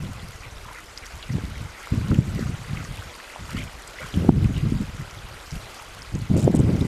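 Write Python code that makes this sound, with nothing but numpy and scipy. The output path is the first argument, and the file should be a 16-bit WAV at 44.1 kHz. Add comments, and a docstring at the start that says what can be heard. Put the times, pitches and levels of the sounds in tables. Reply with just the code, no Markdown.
"""At the edge of a lake, small waves lap and trickle among melting ice, over the steady wash of open water.
The water traps air bubbles, which ring like tiny bells, and throws spray that ticks on the ice.
Drips plink and thin ice needles crackle close by. Gusts of wind rumble on the microphone,
and the hardest thumps of air make the limiter (an automatic volume control) turn everything down briefly."""
import sys
import numpy as np
from scipy import signal
from scipy.io import wavfile
from scipy.ndimage import uniform_filter1d

SR = 44100
rng = np.random.default_rng(int(sys.argv[2]) if len(sys.argv) > 2 else 0)


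def persist_wave(psi):
    """Save psi, clipped to +-1, as 16-bit WAV."""
    counts = np.round(np.clip(psi, -1, 1) * 32767).astype(np.int16)
    wavfile.write(sys.argv[1], SR, np.atleast_2d(counts).T)


N = 302967
TIME = np.arange(N) / SR


def from_db(db):
    """Turn decibels into a number to multiply a sound by."""
    return np.exp(np.asarray(db) * (np.log(10) / 20))


def rms_one(x):
    """Scale a signal so that its average strength (rms) is 1."""
    return x / np.sqrt(np.mean(x ** 2) + 1e-20)


def in_time(rows):
    """Join a table's points with straight lines: one curve for each column after the time."""
    times, *columns = np.transpose(rows)
    return [np.interp(TIME, times, column) for column in columns]


def at_hz(spectrum, hz):
    """Look up the level at any pitch in a table of pitches and levels."""
    pitches, levels = np.transpose(spectrum)
    return np.interp(np.log(hz), np.log(pitches), levels)


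def add(out, s, sound):
    """Mix a sound in, starting at s seconds."""
    start = max(0, round(s * SR))
    out[start:start + len(sound)] += sound[:max(0, N - start)]


def drift(rate_hz):
    """A smooth random wobble, about 1 in size; a higher rate wobbles faster."""
    step = 40  # samples between random values
    keep = np.exp(-2 * np.pi * rate_hz * step / SR)
    slow = signal.lfilter([1], [1, -2 * keep, keep * keep], rng.standard_normal(N // step + 2002))[2000:]
    return np.interp(np.arange(N) / step, np.arange(len(slow)), rms_one(slow))


def noise_bands(low_hz, high_hz, count):
    """Separate bands of noise from low to high, each with its middle pitch."""
    edges = np.geomspace(low_hz, high_hz, count + 1)
    for low, high in zip(edges, edges[1:]):
        band = signal.butter(2, [low, high], "band", fs=SR, output="sos")
        yield np.sqrt(low * high), signal.sosfilt(band, rng.standard_normal(N + SR // 2))[SR // 2:]


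def ring(clicks, hz, cycles):
    """Each click starts a tone that fades by 60 dB over this many cycles (vibrations)."""
    angle = 2 * np.pi * min(hz, SR / 2) / SR
    keep = np.exp(-np.log(1000) * hz / (cycles * SR))
    return signal.lfilter([0, np.sin(angle)], [1, -2 * keep * np.cos(angle), keep * keep], clicks + 1e-18)


# How lively the water is, for the wash, lapping and spray: t/s, lapping level/dB, spray level/dB
LIVELINESS = [(0, -46.5, -51.5), (0.3, -47.5, -52.5), (0.9, -48.5, -53.5), (1.15, -49.5, -49.5),
              (1.6, -45, -54), (1.95, -45, -50.0), (2.25, -47.5, -49), (2.7, -43, -52.5),
              (3.0, -44.0, -52.5), (3.45, -47, -49), (3.8, -44.5, -54.5), (4.1, -44.5, -50),
              (4.5, -47.5, -50), (5.0, -45.5, -53.5), (5.4, -45.5, -52.5), (5.7, -45.5, -49),
              (6.1, -47.5, -53), (6.87, -46, -49)]
# The mix of low and high in the open water's hiss: f/Hz, level/dB
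WASH_TONE = [(110, -6), (200, -2.5), (420, 3), (800, 0), (1350, 3.5), (1900, 1), (2800, -3), (3800, -7),
             (5000, -7.5), (7700, -11.5), (10000, -15), (13500, -21)]


def wash(level_db=5.0, patchy_db=2.0):
    """Countless far ripples merge into a hiss that swells with the water."""
    lap_db, spray_db = in_time(LIVELINESS)
    hiss = np.zeros(N)
    for hz, band in noise_bands(99.1, 14960, count=24):
        hiss += band * from_db(at_hz(WASH_TONE, hz) + patchy_db * drift(21.0))
    return from_db((lap_db + spray_db) / 2 + level_db) * rms_one(hiss)


def bubble_stream(spectrum, per_s, spread_db, cycles, clump_db, pitches=26):
    """Bubbles come in clumps of similar size, and each one rings for a moment."""
    out = np.zeros(N)
    odds = per_s / pitches / SR
    for hz in np.geomspace(spectrum[0][0], spectrum[-1][0], pitches):
        chance = rng.random(N)
        born = np.flatnonzero(chance < odds)
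        size = np.minimum(-np.log(chance[born] / odds), 3)  # most are faint, a few stand out
        clicks = np.zeros(N)
        clicks[born] = from_db(spread_db * size + clump_db * np.tanh(drift(9.7)[born]))
        sharp = ring(clicks, hz, cycles)
        soft = ring(np.diff(sharp, prepend=0), hz, cycles)  # ringing twice softens the start
        out += from_db(at_hz(spectrum, hz)) * np.sqrt(hz) * rms_one(soft)
    return rms_one(out)


# The mix of low and high bubbles in the lapping water: f/Hz, level/dB
BUBBLE_TONE = [(450, 3), (900, 2.5), (1350, 1), (2100, 1), (3000, -4), (4000, -7)]
# The same for fine spray and the fizz of melting ice: f/Hz, level/dB
FIZZ_TONE = [(3500, 1), (5000, 7), (7700, 1), (10000, -10.5), (13500, -11)]


def lapping(bubble_db=-3.5, fizz_db=-6.0):
    """Moving water traps clumps of bubbles and throws off fine spray."""
    lap_db, spray_db = in_time(LIVELINESS)
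    bubbles = bubble_stream(BUBBLE_TONE, per_s=600, spread_db=4.0, cycles=16.2, clump_db=4.0)
    fizz = bubble_stream(FIZZ_TONE, per_s=800, spread_db=-0.5, cycles=37, clump_db=12.0)
    return from_db(lap_db + bubble_db) * bubbles + from_db(spray_db + fizz_db) * fizz


def spray(patter_db=-6.5, patter_per_s=70, shower_per_s=250, spread_db=5.5, tick_s=0.0015):
    """Droplets tick on the ice: a faint patter all the time, and a shower with each of the WAVE_SLAPS."""
    _, spray_db = in_time(LIVELINESS)
    patter = from_db(spray_db + patter_db)
    shower_power = np.zeros(N)
    for s, _, _, length, db in WAVE_SLAPS:
        shower_power += from_db(db) ** 2 * np.exp(-2 * ((TIME - s) / length) ** 2)
    fade = np.exp(-1 / (tick_s * SR))
    treble = signal.butter(1, [2500, 9000], "band", fs=SR, output="sos")
    out = np.zeros(N)
    for per_s, gain in ((patter_per_s, patter), (shower_per_s, np.sqrt(shower_power))):
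        lands = rng.random(N) < per_s / SR
        drops = lands * from_db(spread_db * np.minimum(rng.exponential(1, N), 3))
        ticks = signal.lfilter([1], [1, -fade], drops + 1e-18) * rng.standard_normal(N)
        out += gain * rms_one(signal.sosfilt(treble, ticks))
    return out


# Light air between the gusts: t/s, level/dB
LIGHT_AIR = [(0, -38.5), (0.5, -42.5), (0.85, -50.5), (1.5, -46), (1.85, -52.5), (2.6, -39.5), (3.05, -41),
             (3.22, -59), (3.7, -37.5), (3.9, -48.5), (5.1, -44.5), (5.68, -44), (5.8, -54), (5.95, -44.5),
             (6.87, -45)]
# Gusts on the microphone: t/s, length/s, level/dB, fading/(dB per s), brightness/(dB per octave)
WIND_GUSTS = [(0.0, 0.12, -27.5, 25, -0.5), (0.198, 0.096, -37, 27, 2.5), (0.562, 0.12, -41, 25, -9),
              (1.15, 0.04, -33.5, 20, -7.5), (1.296, 0.36, -27, 22, 0), (1.918, 0.31, -24.5, 27, 0.5),
              (2.096, 0.117, -18, -2, -2), (2.215, 0.34, -26, 13, 1.5), (2.69, 0.32, -31.5, 25, 2),
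              (3.404, 0.035, -26, 20, -2.5), (3.516, 0.13, -28.5, 20, 2), (4.015, 0.033, -29, 20, -1),
              (4.144, 0.16, -21, 4, 1.5), (4.326, 0.18, -18.5, 11, -2), (4.539, 0.28, -22.5, 3, -4),
              (4.876, 0.17, -34.5, 1, -4), (5.14, 0.24, -38.5, 30, -1), (5.528, 0.05, -31.5, 20, -3.5),
              (6.13, 0.23, -27.5, 26, 0), (6.307, 0.54, -16.5, 9, 1.3)]


def gusts(attack_s=0.014, release_s=0.02, waver_db=2.0):
    """Gusts arrive fast, mostly sag, then drop back into the breeze. Gives level and brightness curves."""
    breeze_db, = in_time(LIGHT_AIR)
    power = from_db(breeze_db + waver_db * drift(4.2)) ** 2
    tilt = np.zeros(N)
    for s, length, db, sag, brightness in WIND_GUSTS:
        age = TIME - s
        attack = np.clip(1 + age / attack_s, 0, 1)
        release = np.exp(-np.maximum(age - length, 0) / release_s)
        gust_power = (from_db(db - sag * np.clip(age, 0, length)) * attack * release) ** 2
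        power += gust_power
        tilt += brightness * gust_power
    return 10 * np.log10(power), tilt / power


# The mix of low and high in a full gust's rumble: f/Hz, level/dB
RUMBLE_TONE = [(20, -34), (40, -3), (65, -2), (100, 6), (140, 2.5), (210, -3), (300, -14), (460, -25.5),
               (750, -37), (1400, -63)]


def wind(full_gust_db=-26, brightest_db=-22, brightening=0.69, lumpy_db=3.5, flutter_db=2.5):
    """Air swirls at the microphone's opening. Stronger gusts make smaller swirls, so they sound brighter."""
    gust_db, brightness = gusts()
    tilt_per_octave = brightness + brightening * (np.minimum(gust_db, brightest_db) - full_gust_db)
    rumble, flutter = np.zeros(N), drift(25.4)
    puffs_db = 3.6 * np.tanh(drift(14))
    for hz, band in noise_bands(17.83, 1415, count=12):
        tilt_db = tilt_per_octave * np.log2(hz / 110)
        # swirls arrive together in short flurries, the smallest most of all
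        flurry_db = flutter_db * flutter * np.log2(2 + hz / 200)
        rumble += band * from_db(at_hz(RUMBLE_TONE, hz) + tilt_db + flurry_db + lumpy_db * drift(31.7))
    # even out the rumble, so that the gust sets how loud it is
    strength = np.sqrt(uniform_filter1d(rumble ** 2, size=3200) + 1e-18)
    return from_db(gust_db) * rms_one(from_db(puffs_db) * rumble / strength)


# Small waves slapping the ice, plus one short plop at 4.003 s: t/s, level/dB, f/Hz, length/s, spray level/dB
WAVE_SLAPS = [(0.443, -44.5, 2370, 0.039, -67), (0.704, -43, 1320, 0.071, -51.5),
              (0.772, -41.5, 1910, 0.036, -65), (1.04, -44, 1900, 0.032, -60),
              (1.329, -48, 5100, 0.024, -50), (1.839, -44, 1890, 0.06, -51.5),
              (2.416, -43, 1560, 0.066, -58), (2.831, -44.5, 1530, 0.061, -59),
              (2.97, -46, 2900, 0.055, -48.5), (3.515, -42, 1740, 0.052, -52),
              (3.579, -36.5, 2160, 0.041, -54), (3.615, -41, 2500, 0.035, -46.5),
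              (3.793, -50, 1680, 0.048, -60), (4.003, -36.5, 560, 0.0125, -57),
              (4.029, -37.5, 1600, 0.048, -52.5), (4.077, -49, 2620, .04, -51),
              (4.576, -46, 2880, 0.053, -58), (5.799, -46.5, 1140, 0.077, -63),
              (6.403, -48, 4900, 0.061, -46.5), (6.809, -36.5, 3630, 0.0039, -49)]


def slaps(pitch_scatter=0.226, rise=0.056, bubbles=24, cycles=32):
    """A small wave hits the ice and frees similar bubbles, each rising in pitch as it surfaces."""
    out, t = np.zeros(N), np.arange(SR // 20) / SR
    for s, db, hz, length, _ in WAVE_SLAPS:
        cloud = np.zeros(N)
        scatter = pitch_scatter * min(length / 0.0373, 1)  # closer pitches in the shortest slaps
        for when, pitch, size in rng.standard_normal((bubbles, 3)):
            turns = hz * np.exp(scatter * pitch) * t
            phase = 2 * np.pi * turns * (1 + rise * np.minimum(turns / cycles, 1))
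            swell = 1 - np.exp(-turns / 2)
            fade = np.exp(-np.log(1000) * turns / cycles)
            add(cloud, s + when * length / 3, from_db(2 * size) * np.sin(phase) * swell * fade)
        out += cloud * from_db(db) * np.sqrt(length * SR / np.sum(cloud ** 2))
    return out


def plinks(rows, gain_db, rise, specks_db, specks_s, specks_cycles):
    """Short rings that may slide up in pitch, each trailed by specks: tiny droplets or splinters."""
    out, t = np.zeros(N), np.arange(SR // 16) / SR
    for s, db, hz, cycles in rows:
        age = hz * t / cycles
        phase = 2 * np.pi * np.cumsum(hz * (1 + rise * np.minimum(age, 1))) / SR
        swell = 1 - np.exp(-(hz * t) ** 2)
        tone = np.sin(phase) * swell * np.exp(-np.log(1000) * age)
        grit = ring(rng.laplace(size=len(t)), hz, specks_cycles)
        specks = rms_one(ring(np.gradient(grit), hz, specks_cycles)) * np.exp(-t / specks_s)
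        plink = tone / np.max(np.abs(tone)) + from_db(specks_db) * specks
        add(out, s, from_db(db + gain_db) * plink)
    return out


# The nearest drips and bursting bubbles: t/s, relative level/dB, f/Hz, ring length/cycles
NEAR_DRIPS = [(0.7854, -27, 1400, 8.2), (1.1086, -26.5, 1790, 5.4), (1.2274, -20.5, 3060, 5.3),
              (1.238, -31, 2680, 55), (1.2975, -28.5, 1960, 28), (1.8719, -23, 1180, 3.3),
              (2.1149, -21, 1330, 6), (2.1449, -26, 2680, 10), (2.3932, -27, 4410, 16),
              (2.7721, -19.5, 2230, 12), (3.0221, -27, 1460, 33), (3.2007, -25.5, 2060, 8),
              (3.2989, -27, 2020, 17), (3.3602, -25.5, 950, 11), (3.5789, -29, 2060, 12),
              (3.9865, -23.5, 1950, 20), (4.1405, -22, 2980, 8), (4.4454, -24.5, 2480, 10),
              (4.565, -26, 2930, 18), (6.209, -32, 4400, 25)]


def drips():
    """A drip or bursting bubble rings with a slightly rising pitch and a tiny splash."""
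    return plinks(NEAR_DRIPS, gain_db=-3.0, rise=0.033, specks_db=-9.5, specks_s=0.0054, specks_cycles=5.0)


# Ice needles cracking, alone or in a run: t/s, relative level/dB, f/Hz, length of the run/s
ICE_CRACKS = [(0.9756, -24.5, 5020, 0.003), (1.065, -31.5, 5930, 0.015), (2.8408, -36, 6600, 0.01),
              (3.8753, -29, 7750, 0.014), (5.1098, -34.5, 5700, 0.003), (5.5079, -33, 5350, 0.012),
              (6.0201, -33.5, 5210, 0.003), (6.1517, -35.5, 6500, 0.003), (6.3673, -34.5, 7340, 0.071),
              (6.4425, -29.5, 7260, 0.003), (6.5511, -29.5, 7800, 0.05)]


def ice_needles(gap_s=0.0095, run_fade_db=3.0, scatter_db=1, pitch_scatter=0.08, cycles=25):
    """One needle snaps and can set off its neighbours at uneven gaps, in a run that fades."""
    snaps = []
    for s, db, hz, length in ICE_CRACKS:
        snaps.append((s, db, hz, cycles))
        age = 0
        for gap, size, pitch in rng.standard_normal((16, 3)):
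            age += gap_s * np.exp(gap / 2)
            if age < length:
                snap_db = db - run_fade_db * age / length + scatter_db * size
                snaps.append((s + age, snap_db, hz * np.exp(pitch_scatter * pitch), cycles))
    return plinks(snaps, gain_db=3.0, rise=0, specks_db=-8, specks_s=0.0036, specks_cycles=4.9)


# The hardest swirls of air hitting the microphone: t/s, level/dB, f/Hz
AIR_THUMPS = [(1.305, -18.5, 159), (1.355, -12.5, 164), (1.384, -20, 376), (1.924, -9, 147),
              (1.979, -11, 141), (2.118, -10, 230), (2.189, -2, 171), (2.393, -17.5, 365),
              (2.462, -16, 120), (2.734, -15, 142), (4.174, -7.5, 185), (4.223, -20, 360),
              (4.248, -14, 400), (4.292, 9.5, 272), (4.458, -5.5, 136), (4.723, -9, 224), (6.315, -6, 177),
              (6.365, -13.5, 447), (6.478, 1, 480), (6.552, -8, 340), (6.607, -7.5, 232)]


def thumps(roundness=4.74, wake_gap_s=0.009, wake_loss_db=12.0, wake_pitch_ratio=0.75):
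    """A passing swirl is one short swing of air pressure, with two weaker, slower ones in its wake."""
    out, t = np.zeros(N), np.arange(-SR // 50, SR // 50) / SR
    for s, db, hz in AIR_THUMPS:
        for k, (turn, late) in enumerate(rng.random((3, 2))):
            swing_hz = hz * wake_pitch_ratio ** k
            pulse = (1 - 2j * np.pi * swing_hz * t / roundness) ** -roundness
            swing = (np.exp(2j * np.pi * turn) * pulse).real  # a random blend of push and pull
            delay = k * wake_gap_s * np.exp((late - 0.5) / 2)
            add(out, s + t[0] + delay, from_db(db - wake_loss_db * np.sqrt(k)) * swing)
    return out


def microphone_opening(pressure, cutoff_hz=1050):
    """The small opening rounds off the hardest swings of air and lets only their low part through."""
    return signal.sosfilt(signal.butter(4, cutoff_hz, fs=SR, output="sos"), np.tanh(pressure))


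# Pitches that the camera body makes louder or softer: f/Hz, width/Hz, level change/dB
BODY_TONE = [(1735, 210, -3.5), (2014, 36, 3), (3030, 240, 1.5), (5000, 330, 1), (5020, 120, -1),
             (5280, 320, -2), (5940, 300, -0.5), (6280, 250, -7), (6400, 300, 3)]


def camera_body(sound):
    """The case around the microphone boosts some narrow ranges of pitch and weakens others."""
    for hz, width, db in BODY_TONE:
        b, a = signal.iirpeak(hz, hz / width, fs=SR)
        sound = sound + (from_db(db) - 1) * signal.lfilter(b, a, sound)
    return sound


def scene():
    """Water and ice in front and wind on the microphone, mixed into one channel."""
    water_and_ice = drips() + ice_needles() + wash() + lapping() + slaps() + spray()
    air = wind() + thumps()
    return (camera_body(water_and_ice) + microphone_opening(air))[None]


def record(dry, threshold_db=-6.5, attack_s=0.008, release_db_per_s=55, cutoff_hz=13700):
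    """Peaks are clipped, the volume dips after hard thumps and creeps back, and the highest hiss is cut."""
    clipped = np.clip(dry, -1, 1)
    over_db = np.maximum(20 * np.log10(np.abs(clipped[0]) + 1e-9) - threshold_db, 0)
    # the limiter remembers each too-loud peak and lets go at a steady rate
    recovery_db = release_db_per_s * TIME
    held_db = np.maximum.accumulate(over_db + recovery_db) - recovery_db
    attack = np.exp(-1 / (attack_s * SR))
    dip_db = signal.lfilter([1 - attack], [1, -attack], held_db)
    soft_ends = np.minimum(np.minimum(TIME, TIME[::-1]) / 0.003, 1)
    low_pass = signal.ellip(10, 0.1, 90, cutoff_hz, fs=SR, output="sos")
    return signal.sosfilt(low_pass, clipped * from_db(-dip_db) * soft_ends)


dry = scene()
out = record(dry)
persist_wave(out)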